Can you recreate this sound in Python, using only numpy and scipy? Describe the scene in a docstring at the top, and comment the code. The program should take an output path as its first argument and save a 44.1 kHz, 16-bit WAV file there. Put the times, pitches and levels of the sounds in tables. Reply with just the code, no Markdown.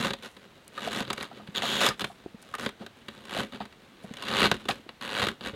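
"""Packing cabbage into a glass jar

A quiet kitchen, one microphone close to the jar. A wooden tamper rams shredded cabbage down, and each
push crushes a swarm of wet fibres. The jar bumps softly on the table, single ribs snap, foam fizzes,
air pops out of the juice and a leaf squeaks on the glass. The jar's hollow colours every crack."""
import sys
import numpy as np
from scipy import signal
from scipy.fft import rfft, irfft, next_fast_len
from scipy.io import wavfile
from scipy.ndimage import map_coordinates

SR = 44100
rng = np.random.default_rng(int(sys.argv[2]) if len(sys.argv) > 2 else 0)


def wav_out(sig):
    """Save sig, one row per channel (or a flat mono array), as 16-bit PCM at SR to the path in sys.argv[1]."""
    wavfile.write(sys.argv[1], SR, np.round(np.clip(np.atleast_2d(sig).T, -1, 1) * 32767).astype(np.int16))


N = 244755


def amp(db):
    """Decibels to gain."""
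    return 10 ** (np.asarray(db) / 20)


def unit(x):
    """Scale to rms 1."""
    return x / np.sqrt(np.mean(x ** 2) + 1e-20)


def along(points, hz):
    """Read (f/Hz, value) points on a log frequency axis."""
    f, value = np.transpose(points)
    return np.interp(np.log(hz + 1), np.log(f + 1), value)


def wobble(rate, t):
    """A smooth random curve with rate knots per unit of t."""
    return map_coordinates(rng.standard_normal(4096), [t * rate], mode="wrap")


def filtered(x, response):
    """Apply a gain that depends on frequency."""
    size = next_fast_len(N + 8192)
    return irfft(rfft(x, size) * response(np.fft.rfftfreq(size, 1 / SR)), size)[:N]


def causal(gain):
    """The impulse response with this gain that starts at once and rings afterwards."""
    cepstrum = irfft(np.log(np.maximum(gain, 1e-6)))
    half = cepstrum.shape[-1] // 2
    fold = np.r_[1, np.full(half - 1, 2), np.zeros(half)]
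    return irfft(np.exp(rfft(cepstrum * fold)))


def echoes(decay, size):
    """Dense reflections of energy 1; each frequency dies at its own speed."""
    hz, t, spectrum = signal.stft(rng.standard_normal(size), SR, nperseg=128)
    fade = amp(-60 * t / along(decay, hz)[:, None])
    tail = signal.istft(spectrum * fade, SR)[1]
    return tail / np.linalg.norm(tail)


def ring(hz, t60, attack, glide=0):
    """A damped tone of peak 1 whose pitch drifts by the share glide while it dies."""
    t = np.arange(round(1.5 * t60 * SR)) / SR
    phase = 2 * np.pi * np.cumsum(hz * (1 + glide * np.minimum(t / t60, 1))) / SR
    tone = np.sin(phase) * np.exp(-np.log(1000) * t / t60) * (1 - np.exp(-t / attack))
    return tone / np.abs(tone).max()


def add(track, s, sound):
    """Mix a sound into the track at time s."""
    span = track[max(round(s * SR), 0):][:len(sound)]
    span += sound[:len(span)]


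def band_gains(db, body_db, crisp_db):
    """Strength of a crack in three bands: low body, middle crunch, crisp top."""
    return amp([db + body_db, db, db + crisp_db])


# Room tone of the kitchen: f/Hz, relative density/dB
ROOM_TONE = [(20, 5), (60, -2), (180, -1.5), (400, -5.5), (1000, -9), (3800, -13.5), (5200, -23),
             (9000, -28), (11000, -31.5), (16000, -33)]


def still_air(db=-56):
    """The kitchen's still air: a faint, steady, dark noise behind everything."""
    return amp(db) * unit(filtered(rng.standard_normal(N), lambda hz: amp(along(ROOM_TONE, hz))))


RELEASE_S = 0.07  # cracks and bubbles go on this long after a push


def effort_db(t, start, end, build_db, attack_s=0.0016, packing=1.57, release_db_per_s=446):
    """Level re the end of a push: it bites, builds ever more slowly as the cabbage packs, and lets go."""
    bite = np.clip((t - start) / attack_s, 1e-3, 1)
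    to_go = np.clip((end - t) / (end - start), 0, 1)
    release_db = release_db_per_s * np.maximum(t - end, 0)
    return 20 * np.log10(bite) - build_db * to_go ** packing - release_db


# Tamper strokes, close up: start t/s, end t/s, relative final crunch level/dB, build-up/dB,
# body/dB re crunch, crispness/dB re crunch, swing per slip/dB
STROKES = [(0.0, 0.075, -28.5, 0.5, -3.5, -10.5, 19), (0.223, 0.258, -39, 0, -10.5, -9, 19),
           (0.74, 0.878, -33.5, 16.5, -5.5, -10.5, 22), (0.907, 0.985, -30, 5, -6, -9.5, 22),
           (1.15, 1.245, -38.5, 10, -14, -11.5, 36), (1.3, 1.43, -56.5, -2.5, 5.5, -16, 28),
           (1.545, 1.592, -32.5, 5.5, -7.5, -13.5, 16), (1.62, 1.8, -29.5, 0.5, -9.5, -10.5, 20),
           (1.805, 1.878, -23, -3, -15.5, -9, 11), (2.38, 2.53, -53, 9, -3, -7.5, 33),
           (2.582, 2.659, -36, 1, -4.5, -9.5, 22), (2.79, 2.825, -47.5, 10, 7, -13, 4),
           (3.1, 3.26, -53, -1, -1, -11, 28), (3.27, 3.4, -29, 17.5, -5.5, -11.5, 26),
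           (3.522, 3.555, -41.5, 0, 0, -14.5, 22), (3.602, 3.62, -42, -4.5, 0, -18, 19),
           (3.83, 4.16, -51.5, 19.5, 2, -12, 28), (4.171, 4.455, -20.5, 27, -5, -13.5, 24),
           (4.686, 4.705, -31.5, -2.5, -1, -7.5, 14), (5.01, 5.15, -33, 4, -9.5, -12.5, 32),
           (5.15, 5.246, -26.5, 4, -9.5, -13, 37), (5.262, 5.284, -43.5, 9, 4, -5, 20),
           (5.415, 5.475, -32, 14.5, -3.5, -12.5, 23), (5.527, 5.55, -44, 13, 10.5, -17, 18)]


def crushing(rate=3400, scatter_db=3.5, slip_hz=95, unevenness=0.25, db=-2, body_db=-1, crisp_db=0.5,
             linger_db_per_s=30):
    """Fibres break under each push, in bunches as the shreds stick and slip: (times, strengths)."""
    times, strengths = [], []
    for start, end, level, build, body, crisp, swing in STROKES:
        t = np.arange(start, end + RELEASE_S, 1 / rate)
        t = np.sort(t + rng.standard_normal(len(t)) / rate)
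        slip_steps = np.diff(t, prepend=start) * slip_hz * np.exp(unevenness * wobble(60, t))
        slip_phase = np.cumsum(slip_steps) % 1
        scatter = scatter_db * np.clip(rng.standard_normal(len(t)), -2, 2)
        size = unit(amp(scatter - slip_phase * swing))  # each slip bursts, then fades until the next
        linger = linger_db_per_s * np.maximum(t - end, 0)  # the low body outlasts the crunch
        crunch = level + db + effort_db(t, start, end, build)
        gains = band_gains(crunch, body + body_db + linger, crisp + crisp_db)
        times.append(t)
        strengths.append(np.sqrt(SR / rate) * size * gains * (t < N / SR))
    return np.concatenate(times), np.hstack(strengths)


# A wet fibre cracking, heard close: f/Hz, relative density/dB
FIBRE_SPECTRUM = [(24, -85), (40, -10), (133, -4), (167, -6.5), (204, 2.5), (276, 2), (402, -2),
                  (433, -7.5), (810, -10), (1340, -7.5), (2260, -10.5), (3300, -9.5), (4800, -15),
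                  (6800, -17), (11600, -25.5), (16000, -37.5)]
# Resonances and a dip of the jar's hollow: f/Hz, width/Hz, gain/dB
JAR_RESONANCES = [(144, 16, 4), (207, 62, 3.5), (397, 35, 3.5), (567, 85, 4), (1058, 55, 3.5),
                  (1335, 130, -2), (3700, 690, 3.5), (3900, 230, 1), (4780, 960, 8), (6300, 870, 0.5),
                  (11500, 9700, 2.5)]
# Reflections inside the glass: f/Hz, t60/s
JAR_T60 = [(150, 0.077), (500, 0.055), (1200, 0.044), (3500, 0.025), (10000, 0.02)]


def jar_hollow(times, strengths, spot_count=8, inside_db=-2, body_hz=600, crisp_hz=4400):
    """Cracks sound through the jar; each spot has its own leaf resonances and echoes off the glass."""
    hz = np.fft.rfftfreq(4096, 1 / SR)
    hollow_db = sum(db / (1 + (2 * (hz - f) / width) ** 2) for f, width, db in JAR_RESONANCES)
    colour = amp(along(FIBRE_SPECTRUM, hz) + hollow_db)
    low = 1 / (1 + (hz / body_hz) ** 8)
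    high = 1 - 1 / (1 + (hz / crisp_hz) ** 16)
    bands = colour * np.sqrt([low, (1 - low) * (1 - high), high])
    spots = rng.integers(spot_count, size=len(times))
    samples = np.clip(np.round(times * SR).astype(int), 0, N - 1)
    signed = strengths * rng.choice([-1, 1], len(times))
    out = np.zeros(N)
    for spot in range(spot_count):
        leaf = amp(2.5 * wobble(2, np.log2(1 + hz / 300)))
        path = amp(inside_db) * echoes(JAR_T60, size=4096)
        path[0] += 1  # straight to the microphone
        for band, gains in zip(causal(bands * leaf), signed):
            response = signal.fftconvolve(band, path)
            cracks = np.bincount(samples[spots == spot], gains[spots == spot], N)
            out += signal.oaconvolve(cracks, response / np.linalg.norm(response))[:N]
    return out


def reflections(sound, decay, db, size=4096):
    """What the walls of the jar or the kitchen throw back, without the direct sound."""
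    return amp(db) * signal.oaconvolve(sound, echoes(decay, size))[:N]


def settling(rate=550, scatter_db=4, stray_share=0.05, stray_db=13, restless_db=5, snap_db=-15,
             loose_db=-18.5, rest_db=-65, approach_db_per_s=210, spring_back_db_per_s=122):
    """Loose shreds tick as a push or snap nears, then as they spring back: (times, strengths)."""
    t = rng.uniform(0, N / SR, int(rate * N / SR))
    stray = rng.uniform(0, 1, len(t)) < stray_share  # now and then a whole shred lets go
    scatter = scatter_db * np.clip(rng.standard_normal(len(t)), -2, 2)
    size = unit(amp(np.where(stray, stray_db, scatter)))
    causes = [(end, level) for _, end, level, *_ in STROKES]
    causes += [(s, level + snap_db) for s, level, *_ in RIB_SNAPS]
    stirred = np.max([level - approach_db_per_s * np.maximum(s - t, 0)
                      - spring_back_db_per_s * np.maximum(t - s, 0) for s, level in causes], axis=0)
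    level = np.maximum(stirred + loose_db, rest_db)  # never quite still
    level += restless_db * wobble(14, t)
    return t, np.sqrt(SR / rate) * size * band_gains(level, body_db=1, crisp_db=-10)


def juice(rate=70, hz=680, spread=0.812, cycles=14, scatter_db=3, db=-6):
    """Each push wrings out juice: tiny bubbles of all sizes, the louder the harder the push."""
    out = np.zeros(N)
    for start, end, level, build, *_ in STROKES:
        length = end + RELEASE_S - start
        for when, size, strength in rng.uniform(-0.91, 1, (int(rate * length), 3)):
            s = start + length * (1 + when) / 2
            pitch = hz * np.exp(spread * size)
            gain = amp(level + effort_db(s, start, end, build) + db + scatter_db * strength)
            add(out, s, gain * ring(pitch, cycles / pitch, attack=0.00029, glide=0.15))
    return out


# The jar rocking on the kitchen table: t/s, level/dB, f/Hz
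TABLE_BUMPS = [(0.002, -26, 200), (0.029, -29, 206), (1.01, -25, 225), (1.487, -32.5, 180),
               (2.025, -30.5, 217), (2.261, -26, 345), (2.345, -34, 222), (2.665, -30, 233),
               (3.086, -38, 206), (4.044, -33, 200), (4.11, -30, 223), (4.797, -39.5, 260),
               (4.865, -38.5, 332), (4.52, -23, 183), (5.227, -27, 106), (5.534, -30, 228)]


def bumps(cycles=7.3, overtone=1.94, overtone_db=-14, thud_lead_s=0.01382, thud_db=4.5, thud_hz=213.4):
    """Dull, heavily damped knocks of the full jar as it rocks and whenever a push bottoms out."""
    out = np.zeros(N)
    thuds = [(end - thud_lead_s, level + body + thud_db, thud_hz)
             for _, end, level, _, body, _, _ in STROKES]
    for s, level, hz in TABLE_BUMPS + thuds:
        t60 = cycles / hz
        knock = ring(hz, t60, attack=0.00066, glide=-0.0083)
        knock += amp(overtone_db) * ring(hz * overtone, t60, attack=0.0021)
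        add(out, s, amp(level) * knock)
    return out


# Ribs snapping in the jar: t/s, relative crunch level/dB, body/dB re crunch, crispness/dB re crunch
RIB_SNAPS = [(0.047, -18, -13, -12), (0.105, -17, -3.5, -11), (0.134, -16.5, -9, -10),
             (0.366, -34.5, -1, -11), (0.777, -24.5, -8, -13), (1.004, -16, -17, -11.5),
             (1.026, -27, -6, -11), (1.049, -31, -14, -18), (1.102, -14, -8, -12), (1.129, -20, -12, -2.5),
             (1.176, -23, -2, -13), (1.206, -22, -3, -16), (1.228, -22.5, -18, -6),
             (1.474, -32.5, -10, -15), (1.55, -21.5, -10, -12), (1.621, -17, -22, -12),
             (1.863, -9, -22, -5.5), (1.887, -14.5, -3.5, 0.5), (1.995, -20.5, -9, -7),
             (2.007, -17, -9, -10), (2.016, -15, -11, -9.5), (2.042, -14.5, -8, -11), (2.54, -27, -8, -9),
             (2.551, -22.5, -14, -8), (2.662, -14.5, -7, -15), (2.69, -26, -9, -10), (2.864, -27.5, -6, -9),
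             (3.083, -23.5, -4.5, -12.5), (3.253, -32, -5, -8), (3.654, -32, -2, -12),
             (3.725, -37.5, -11, -14), (4.138, -30, -14, -6), (4.169, -28, -20, -7.5),
             (4.223, -22.5, -15, -8), (4.282, -18, -18, -11), (4.402, -14, -11, -12),
             (4.441, -11.5, -6, -19), (4.456, -13.5, -3, -13), (4.514, -6, -11, -10),
             (4.654, -28, 4.5, -12), (4.685, -13, -13, -11), (4.708, -14, -17, -26), (4.89, -27.5, -4, -18),
             (5.011, -26.5, -9, -12), (5.198, -16.5, -11, -12), (5.224, -12.5, -10, -13.5),
             (5.268, -14.5, 0, -11), (5.285, -14, -15, -12), (5.409, -26.5, 0, -16)]


def snapping(fibres=10, tear_s=0.005, fade_db=6, scatter_db=6.5, db=13, body_db=-1):
    """A rib tears in a few milliseconds, one fibre after another: (times, strengths)."""
    s, level, body, crisp = np.transpose(RIB_SNAPS)
    progress = (np.arange(fibres) + rng.uniform(0, 1, (len(s), fibres))) / fibres
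    size = amp(scatter_db * rng.standard_normal(progress.shape) - fade_db * progress)
    size /= np.linalg.norm(size, axis=1, keepdims=True)
    times = s[:, None] + tear_s * progress
    strengths = band_gains(level + db, body + body_db, crisp)[:, :, None] * size
    return times.ravel(), strengths.reshape(3, -1)


# Foam on the wet leaves, faint even this close: centre t/s, level/dB, half length/s
FOAM_SWELLS = [(0.33, -68, 0.07), (0.647, -58, 0.0024), (0.68, -49, 0.0016), (2.07, -62.5, 0.082),
               (2.426, -55, 0.0078), (4.042, -61, .015)]
# Colour of its hiss: f/Hz, relative density/dB
FOAM_SPECTRUM = [(20, -80), (3000, -8), (6000, -2.5), (10000, -1), (16000, -18)]


def fizz(scatter_db=4):
    """Tiny foam bubbles burst in brief, thin hisses."""
    t = np.arange(N) / SR
    swell = sum(amp(db) * np.exp(-((t - s) / width) ** 2) for s, db, width in FOAM_SWELLS)
    bursts = rng.standard_normal(N) * amp(scatter_db * wobble(630, t))
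    return swell * unit(filtered(bursts, lambda hz: amp(along(FOAM_SPECTRUM, hz))))


# Air escaping through the juice, down in the jar: t/s, relative level/dB, bubble f/Hz
AIR_POCKETS = [(0.777, -27, 1200), (0.874, -21, 582), (1.105, -22.5, 980), (1.313, -33, 806),
               (1.397, -34, 830), (1.635, -21, 705), (1.906, -21, 1240), (2.099, -35.5, 790),
               (2.539, -24, 1230), (2.82, -36, 810), (3.367, -21, 645), (3.605, -23.5, 870),
               (4.04, -35, 567), (4.692, -18.5, 780)]


def pops(bubble_t60=0.016, wet_t60=0.061, octaves=0.64, bubble_db=-5.5, wet_db=-8):
    """An air pocket bursts out of the juice: one short bubble and a longer squelch around its pitch."""
    out = np.zeros(N)
    t = np.arange(4096) / SR
    grid_hz = np.fft.rfftfreq(len(t), 1 / SR)
    splash = np.exp(-np.log(1000) * t / wet_t60) * (1 - np.exp(-t / 0.0015))
    for s, level, hz in AIR_POCKETS:
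        band = 1 / (1 + (np.log2((grid_hz + 1) / hz) / octaves) ** 4)
        squelch = splash * unit(irfft(rfft(rng.standard_normal(len(t))) * band))
        add(out, s, amp(level + bubble_db) * ring(hz, bubble_t60, attack=0.0021, glide=0.047))
        add(out, s, amp(level + wet_db) * squelch)
    return out + reflections(out, JAR_T60, db=-6)


# A wet leaf dragged over the glass: start t/s, end t/s, first and last slip f/Hz, relative level/dB
LEAF_DRAGS = [(1.555, 1.587, 95, 185, -15), (1.622, 1.867, 200, 300, -23.5)]


def squeak(hz=3400, t60=0.0072, attack=0.00014, jitter=0.054, wander=0.04,
           db=-1, edge_db=3.5, scatter_db=1.5, octave_db=-14.5, rasp_db=-17):
    """The leaf sticks and slips ever faster; every slip is one short chirp with its octave and a rasp."""
    out = np.zeros(N)
    for start, end, first_rate, last_rate, peak in LEAF_DRAGS:
        t = np.arange(round(start * SR), round(end * SR)) / SR
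        progress = np.linspace(0, 1, len(t))
        rate = first_rate + (last_rate - first_rate) * progress
        rate *= np.exp(jitter * wobble(120, t))
        level = peak + db - edge_db * (2 * progress - 1) ** 2  # weaker at both ends
        slip_count = np.floor(0.5 + np.cumsum(rate) / SR)
        for i in np.flatnonzero(np.diff(slip_count)):
            pitch = hz * np.exp(wander * rng.standard_normal())
            chirp = ring(pitch, t60, attack) + amp(octave_db) * ring(2 * pitch, t60, attack)
            rasp = amp(rasp_db) * np.abs(chirp) * rng.standard_normal(len(chirp))
            add(out, t[i], amp(level[i] + rng.normal(0, scatter_db)) * (chirp + rasp))
    return out + reflections(out, JAR_T60, db=-8)


# The kitchen's short reverberation: f/Hz, t60/s
KITCHEN_T60 = [(150, 0.09), (1000, 0.12), (3300, 0.19), (12000, 0.02)]


def scene():
    """The jar close up, with the kitchen's weak answer and its still air behind, in mono."""
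    times, strengths = (np.hstack(part) for part in zip(crushing(), settling(), snapping()))
    near = jar_hollow(times, strengths) + squeak() + juice() + fizz() + pops() + bumps()
    room = reflections(near, KITCHEN_T60, db=-17, size=16384)
    return (near + room + still_air())[None]


def record(dry, low_cut_hz=61, top_hz=16000):
    """The microphone thins the deepest bass and keeps nothing above its band limit."""
    low_cut = signal.butter(2, low_cut_hz, "highpass", fs=SR, output="sos")
    thinned = signal.sosfilt(low_cut, dry[0])
    return filtered(thinned, lambda hz: hz < top_hz)[None]


dry = scene()
out = record(dry)
wav_out(out)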